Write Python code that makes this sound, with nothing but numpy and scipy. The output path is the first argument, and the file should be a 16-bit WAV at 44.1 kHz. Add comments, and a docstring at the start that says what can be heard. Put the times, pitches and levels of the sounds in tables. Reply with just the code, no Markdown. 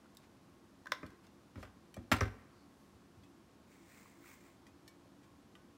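"""A hot glue gun at a paper-covered craft table in a small quiet room. Its plastic trigger clicks and
snaps back, ringing the housing. The gun bumps the table, is set down and tips onto its wire stand:
shell, stand and table top ring. Fingernails tick on small wooden pieces, fingertips rub them, and a
hand brushes over the paper towel to pick up a pompom figure. Distant ventilation hums faintly."""
import sys
import numpy as np
from scipy import signal
from scipy.fft import rfft, irfft, next_fast_len
from scipy.io import wavfile

SR = 44100
rng = np.random.default_rng(int(sys.argv[2]) if len(sys.argv) > 2 else 0)


def file_out(sig):
    """Save sig as 16-bit WAV at sys.argv[1]."""
    # one column per channel
    cols = np.atleast_2d(sig).T
    # limit, then scale
    lim = np.clip(cols, -1, 1)
    pcm = np.round(lim * 32767).astype(np.int16)
    wavfile.write(sys.argv[1], SR, pcm)


N = 254513
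TIME_S = np.arange(N) / SR

# Room air spectrum. Each row: frequency in Hz, relative level in dB.
AIR_SPECTRUM = [(15, -47), (25, -23), (74, -5), (170, -7), (190, -1.5), (249, -6), (285, -1), (309, -12.5),
                (344, -8), (416, -13), (887, -16), (1040, -16), (2160, -25.5), (5280, -29.5),
                (16000, -40.5)]
# Ventilation resonances. Each row: centre in Hz, width in Hz, level in dB.
VENT_BANDS = [(198, 65, -72.5), (284.8, 3.4, -73.5), (341, 12.6, -72), (1082.5, 7.5, -81.5)]

# Trigger and feed clicks. Each row: start in seconds, ring in dB, snap in dB, ring low-pass in Hz.
TRIGGER_CLICKS = [(0.043, -55.5, -67, 1800), (0.857, -41.5, -56, 2600), (0.87, -36, -48, 1970),
                  (0.9194, -16.5, -31.5, 2700)]
# Hard plastic snap. Each row: frequency in Hz, relative level in dB.
SNAP_SPECTRUM = [(400, -29), (1000, -10), (2200, 1), (3000, -4), (5500, 0), (7500, -11), (11000, -10),
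                 (15000, -3)]
# Gun housing modes. Each row: frequency in Hz, level in dB, T60 in seconds.
HOUSING_MODES = [(576, -23, 0.027), (1044, -9, 0.035), (1590, -3, 0.01), (1775, -1, 0.011),
                 (1960, -7.5, 0.011), (3520, -19, 0.028), (4100, -5.5, 0.0082), (5570, -7, 0.0093),
                 (6500, -11.5, .006), (9900, -4, 0.012)]

# Short pings and hollow tocks, alone or sounding with knocks, clicks and ticks.
# Each row: start in seconds, level in dB, pitch in Hz.
PINGS_AND_TOCKS = [(0.058, -51, 1390), (0.1704, -53, 3750), (0.868, -36, 1540), (1.967, -48, 560),
                   (2.2080, -29, 5650), (4.058, -49, 1100), (4.2440, -46.5, 1390), (5.0570, -46, 550),
                   (5.5530, -50, 3080)]
# Nail catches. Each row: start in seconds, ring in dB, scuff in dB, pitch factor,
# scuff decay in seconds, band centre in Hz.
NAIL_TICKS = [(0.149, -70, -58, 1.01, 0.0016, 8500), (0.1706, -64, -44, 1.15, 0.0016, 7140),
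              (1.0636, -59.5, -55.5, 0.78, 0.0037, 4500), (1.104, -65.5, -65, 1.1, .004, 6500),
              (1.268, -63.5, -62, 1.17, .0033, 4220), (1.942, -53, -48, 1.01, 0.0035, 4000),
              (1.965, -58, -59, 1.1, .0044, 6500), (2.167, -39.5, -57, 1.13, .002, 11100),
              (3.235, -62.5, -70, 1.1, 0.026, 3970), (4.667, -57, -57, 1.06, 0.01, 2100),
              (4.878, -53, -53.5, 0.97, 0.0098, 5000), (5.5525, -57, -55, 0.64, 0.0075, 1100)]
# Wooden piece modes. Each row: frequency in Hz, level in dB, T60 in seconds, at pitch factor 1.
PIECE_MODES = [(1843, 1, 0.037), (2336, -8.5, 0.19), (3040, -3.5, 0.044), (3800, -6.5, 0.037),
               (4350, -6.5, 0.04), (5580, -4.5, 0.031), (7380, -7.5, 0.016), (9600, -17, 0.0083),
               (13100, -9, 0.0047)]
# Fingertip rubs. Each row: peak time in seconds, rise and fall in seconds, level in dB,
# centre in Hz, width in Hz.
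FINGER_RUBS = [(0.241, .014, -69.5, 2140, 1400), (1.246, 0.011, -69.5, 2280, 1800),
               (1.617, 0.025, -66.5, 2600, 4000), (2.595, 0.049, -78, 4530, 500),
               (2.83, 0.1, -81.5, 8900, 9100), (5.242, 0.0086, -70, 2110, 1600)]

# Gun blows on the table. Each row: start in seconds; shell, stand, thump, crack and sway in dB;
# low-pass in Hz; second edge's lag in seconds and its relative level in dB.
GUN_BLOWS = [(1.0301, -47.5, -40, -44.5, -52, -49.5, 1360, .0114, -12),
             (1.5570, -56, -60, -42.5, -49, -43.5, 1470, .016, -4),
             (1.628, -53.5, -53, -50.5, -46, -56, 3180, .0174, -29),
             (1.967, -47.5, -61, -44, -55, -43, 494, .006, 2),
             (2.1156, -26, -35.5, -28, -23.5, -29.5, 5570, .0058, -0.5),
             (2.2087, -34.5, -26, -31.5, -31, -27, 2680, .0052, -16.5)]
# Modes of gun shell, wire stand, table thump and table sway.
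# Each row: frequency in Hz, level in dB, T60 in seconds.
GUN_SHELL_MODES = [(616, -5.5, 0.093), (752.5, -5.5, 0.12), (890, -3, 0.018), (1040, -14, 0.17),
                   (1200, -1.5, 0.02), (1357, -8, 0.05), (1650, -6.5, 0.034), (1875, -0.5, 0.046),
                   (2102, -6.5, 0.023), (2260, -6.5, 0.024), (2850, -38.5, 0.013), (3200, -20.5, 0.032),
                   (3370, -12, 0.013), (5000, -8, 0.0099), (5240, -4, 0.027), (7500, -13, 0.027)]
WIRE_STAND_MODES = [(420, -6, 0.041), (1084, -11.5, 0.058), (1148, -9.5, 0.067), (1295, -9, 0.092),
                    (1534.7, -15.5, 0.34), (1630, -14, 0.24), (1790, -6.5, 0.0284), (2060, -3.5, 0.04),
                    (2430, -8.5, 0.03)]
TABLE_THUMP_MODES = [(166, -11.5, .09), (206, -5.5, 0.062), (244.4, -6, 0.15), (278.4, -5, 0.061),
                     (350, -6.5, 0.055), (388, -7.5, 0.068), (455, -9.5, 0.026), (550, -12.5, 0.072)]
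TABLE_SWAY_MODES = [(57, -10, 0.35), (78, -2.5, 0.17), (103, 0.5, 0.21)]
# Dense, fast-dying contact modes. Each row: frequency in Hz, relative level in dB.
CRACK_SPECTRUM = [(200, -32), (500, -4.5), (1200, 10.5), (2200, 6.5), (3100, 2), (5500, -3), (6800, -5),
                  (9000, -6.5), (15000, 0)]
# Leaning arms nudge the table. Each row: start in seconds, level in dB.
ARM_NUDGES = [(1.594, -46), (2.94, -57), (3.17, -55)]

# Hand strokes. Each row: peak time in seconds, level in dB, rise in seconds, fall in seconds,
# relative sizzle in dB.
HAND_STROKES = [(3.72, -71, 0.03, 0.14, -10), (3.97, -64.5, 0.069, 0.12, -5), (4.305, -62.5, 0.058, .04, 4),
                (4.46, -68, 0.058, 0.056, -7)]
# Paper friction spectrum. Each row: frequency in Hz, relative level in dB.
PAPER_SPECTRUM = [(600, -6), (1100, -3), (1600, -0.5), (2250, 5.5), (3000, -10), (4500, -10), (5800, -8.5),
                  (7500, -4.5), (9200, -9.5), (11000, -17.5), (13000, -14), (15000, -8.5)]

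# Room decay. Each row: frequency in Hz, T60 in seconds.
REVERB_T60 = [(100, 1.5), (300, 0.5), (1500, 0.92), (5000, 0.2), (14000, 0.86)]
# Reflection spectrum. Each row: frequency in Hz, gain in dB.
REVERB_SPECTRUM = [(60, -19), (250, -11.5), (700, -15), (1600, -18.5), (5000, -15), (9000, -20),
                   (15000, -19)]


def from_db(db):
    """Decibels to gain."""
    return 10 ** (np.asarray(db) / 20)


def unit_rms(x):
    """Scale to rms 1."""
    return x / np.sqrt(np.mean(x ** 2) + 1e-20)


def at_hz(points, hz):
    """Interpolate a table over log frequency."""
    points_hz, values = np.transpose(points)
    return np.interp(np.log(np.maximum(hz, 1)), np.log(points_hz), values)


def butter(x, hz, kind="low", order=2):
    """Butterworth filter, low-pass by default."""
    sos = signal.butter(order, np.clip(hz, 10, .45 * SR), kind, fs=SR, output="sos")
    return signal.sosfilt(sos, x)


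def shaped_noise(spectrum, size=N):
    """Noise of a given spectrum, rms 1."""
    fft_size = next_fast_len(size)
    gain = from_db(at_hz(spectrum, np.arange(fft_size // 2 + 1) * SR / fft_size))
    bins = rfft(rng.standard_normal(fft_size)) * gain
    return unit_rms(irfft(bins, fft_size)[:size])


def band_noise(hz, width_hz):
    """Noise through one resonance, rms 1."""
    edges_hz = [hz - width_hz / 2, hz + width_hz / 2]
    return unit_rms(butter(rng.standard_normal(N), edges_hz, "band", order=1))


def ring(modes, t, scatter_db):
    """Decaying sines of alternating sign; mode levels vary per blow."""
    hz, db, t60_s = np.transpose(modes)[:, :, None]
    signs = (-1) ** np.arange(len(db))[:, None]
    gains = signs * from_db(db + scatter_db * rng.standard_normal(db.shape))
    return np.sum(gains * from_db(-60 * t / t60_s) * np.sin(2 * np.pi * hz * t), axis=0)


def swell(peak_s, rise_s, fall_s):
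    """Gaussian rise and fall, peak 1."""
    sigma_s = np.where(TIME_S < peak_s, rise_s, fall_s)
    return np.exp(-.5 * ((TIME_S - peak_s) / sigma_s) ** 2)


def add(track, start_s, sound):
    """Mix a sound in at start_s."""
    start = round(start_s * SR)
    track[start:start + len(sound)] += sound[:N - start]


def room_tone(air_db=-64.08):
    """Steady air noise and the wavering hum of distant ventilation."""
    air = from_db(air_db) * shaped_noise(AIR_SPECTRUM)
    return air + sum(from_db(db) * band_noise(hz, width_hz) for hz, width_hz, db in VENT_BANDS)


def trigger(snap_decay_s=0.0028, snap_cutoff_ratio=3.5, housing_lag_s=.0011, highpass_hz=450):
    """The plastic trigger snaps and rings a housing too small to radiate bass."""
    out, t = np.zeros(N), TIME_S[:SR // 8]
    for start_s, ring_db, snap_db, lowpass_hz in TRIGGER_CLICKS:
        snap = from_db(snap_db) * shaped_noise(SNAP_SPECTRUM, len(t)) * np.exp(-t / snap_decay_s)
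        housing = from_db(ring_db) * ring(HOUSING_MODES, t, scatter_db=4.5)
        add(out, start_s, butter(snap, snap_cutoff_ratio * lowpass_hz, order=1))
        add(out, start_s + housing_lag_s, butter(housing, lowpass_hz))
    return butter(out, highpass_hz, "high")


def tocks(t60_at_1khz_s=0.017, damping_exponent=0.43):
    """Short single-pitch pings and hollow tocks; higher ones die sooner."""
    out, t = np.zeros(N), TIME_S[:SR // 8]
    for start_s, db, hz in PINGS_AND_TOCKS:
        t60_s = t60_at_1khz_s * (1000 / hz) ** damping_exponent
        attack = 1 - np.exp(-2 * hz * t)
        add(out, start_s, ring([(hz, db, t60_s)], t, scatter_db=3.5) * attack)
    return out


def nail_ticks():
    """A nail catches on thin wood: a brief scuff and a tiny ring, higher in smaller pieces."""
    out, t = np.zeros(N), TIME_S[:SR // 6]
    for start_s, ring_db, scuff_db, pitch, decay_s, centre_hz in NAIL_TICKS:
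        scuff = from_db(scuff_db) * rng.standard_normal(len(t)) * np.exp(-t / decay_s)
        wood = from_db(ring_db) * ring(PIECE_MODES, pitch * t, scatter_db=-1.5)
        tick = butter(wood + scuff, centre_hz / 1.9, "high")
        add(out, start_s, butter(tick, centre_hz * 1.93, order=1))
    return out


def finger_rubs():
    """Skin friction on a piece: faint swells of band noise."""
    return sum(from_db(db) * band_noise(hz, width_hz) * swell(peak_s, slope_s, slope_s)
               for peak_s, slope_s, db, hz, width_hz in FINGER_RUBS)


def table_contact(stand_db, thump_db, crack_db, t, crack_decay_s=0.01):
    """One touch of the gun rings the stand, thumps the table and cracks."""
    stand = from_db(stand_db) * ring(WIRE_STAND_MODES, t, scatter_db=1.5)
    thump = from_db(thump_db) * ring(TABLE_THUMP_MODES, t, scatter_db=5.5)
    crack = from_db(crack_db) * shaped_noise(CRACK_SPECTRUM, len(t)) * np.exp(-t / crack_decay_s)
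    return stand + thump + crack


def table_sway(db, t, rise_s=0.0021):
    """The table top gives way in its lowest modes, with a soft attack."""
    return from_db(db) * ring(TABLE_SWAY_MODES, t, scatter_db=1.0) * (1 - np.exp(-t / rise_s))


def gun_knocks(chatters=3, chatter_gap_s=.023, loss_db=5, chatter_lowpass_hz=1860, sway_lag_s=0.0034):
    """The gun lands on two edges in turn, ringing its shell; the stand chatters, the table sways."""
    out, t = np.zeros(N), TIME_S[:SR // 2]
    for (start_s, shell_db, stand_db, thump_db, crack_db, sway_db,
         lowpass_hz, second_lag_s, second_db) in GUN_BLOWS:
        for lag_s, edge_db in ((0, 0), (second_lag_s, second_db)):
            shell = from_db(shell_db) * ring(GUN_SHELL_MODES, t, scatter_db=4.0)
            blow = shell + table_contact(stand_db, thump_db, crack_db, t)
            add(out, start_s + lag_s, from_db(edge_db) * butter(blow, lowpass_hz, order=1))
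        for k in range(chatters):
            touch = table_contact(stand_db - 15, thump_db - 5.5, crack_db - 6, t)
            chatter = from_db(-k * loss_db) * butter(touch, chatter_lowpass_hz, order=1)
            add(out, start_s + (k + 1) * chatter_gap_s, chatter)
        add(out, start_s + sway_lag_s, table_sway(sway_db, t))
    return out


def arm_nudges():
    """Leaning arms set the table top swaying."""
    out = np.zeros(N)
    for start_s, db in ARM_NUDGES:
        add(out, start_s, table_sway(db, TIME_S[:SR // 2]))
    return out


def paper_brush(grain_db=2.0, grain_hz=90, sizzle_hz=12800):
    """Friction hiss swells with each hand stroke, grainy from the embossing; quick strokes sizzle."""
    grain = from_db(grain_db * unit_rms(butter(rng.standard_normal(N), grain_hz)))
    hiss = shaped_noise(PAPER_SPECTRUM)
    sizzle = butter(shaped_noise(PAPER_SPECTRUM), sizzle_hz, "high", order=4)
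    return grain * sum(from_db(db) * swell(peak_s, rise_s, fall_s) * (hiss + from_db(sizzle_db) * sizzle)
                       for peak_s, db, rise_s, fall_s, sizzle_db in HAND_STROKES)


def reverb(x, build_s=0.0012, early_db=11, early_s=0.022):
    """Strong early reflections off table and near walls, then a diffuse tail decaying band by band."""
    t, response = TIME_S[:SR * 3 // 4], 0
    edges_hz = np.geomspace(40, 18000, 10)
    early = (1 + from_db(early_db) * np.exp(-t / early_s)) * (1 - np.exp(-t / build_s))
    for low_hz, high_hz in zip(edges_hz, edges_hz[1:]):
        hz = np.sqrt(low_hz * high_hz)
        decay = from_db(-60 * t / at_hz(REVERB_T60, hz))
        tail = rng.standard_normal(len(t)) * early * decay / np.sqrt(np.sum(decay ** 2))
        response += from_db(at_hz(REVERB_SPECTRUM, hz)) * butter(tail, [low_hz, high_hz], "band")
    return signal.fftconvolve(x, response)[:N]


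def scene():
    """Gun, small taps and table with reflections and room tone, mono."""
    gun = trigger()
    taps = nail_ticks() + tocks()
    table = gun_knocks() + arm_nudges() + paper_brush() + finger_rubs()
    # the table's low sway stays dry; only its higher sounds go to the reverb
    send = butter(table, 170, "high") + from_db(0.5) * gun + from_db(1.0) * taps
    return (gun + taps + table + reverb(send) + room_tone())[None]


def record(dry, highpass_hz=40, soften_hz=15500, cutoff_hz=15750):
    """Shed deep bass, soften the top, then cut it steeply."""
    soft = butter(butter(dry, highpass_hz, "high"), soften_hz)
    return signal.sosfilt(signal.ellip(10, .1, 70, cutoff_hz, fs=SR, output="sos"), soft)


dry = scene()
out = record(dry)
file_out(out)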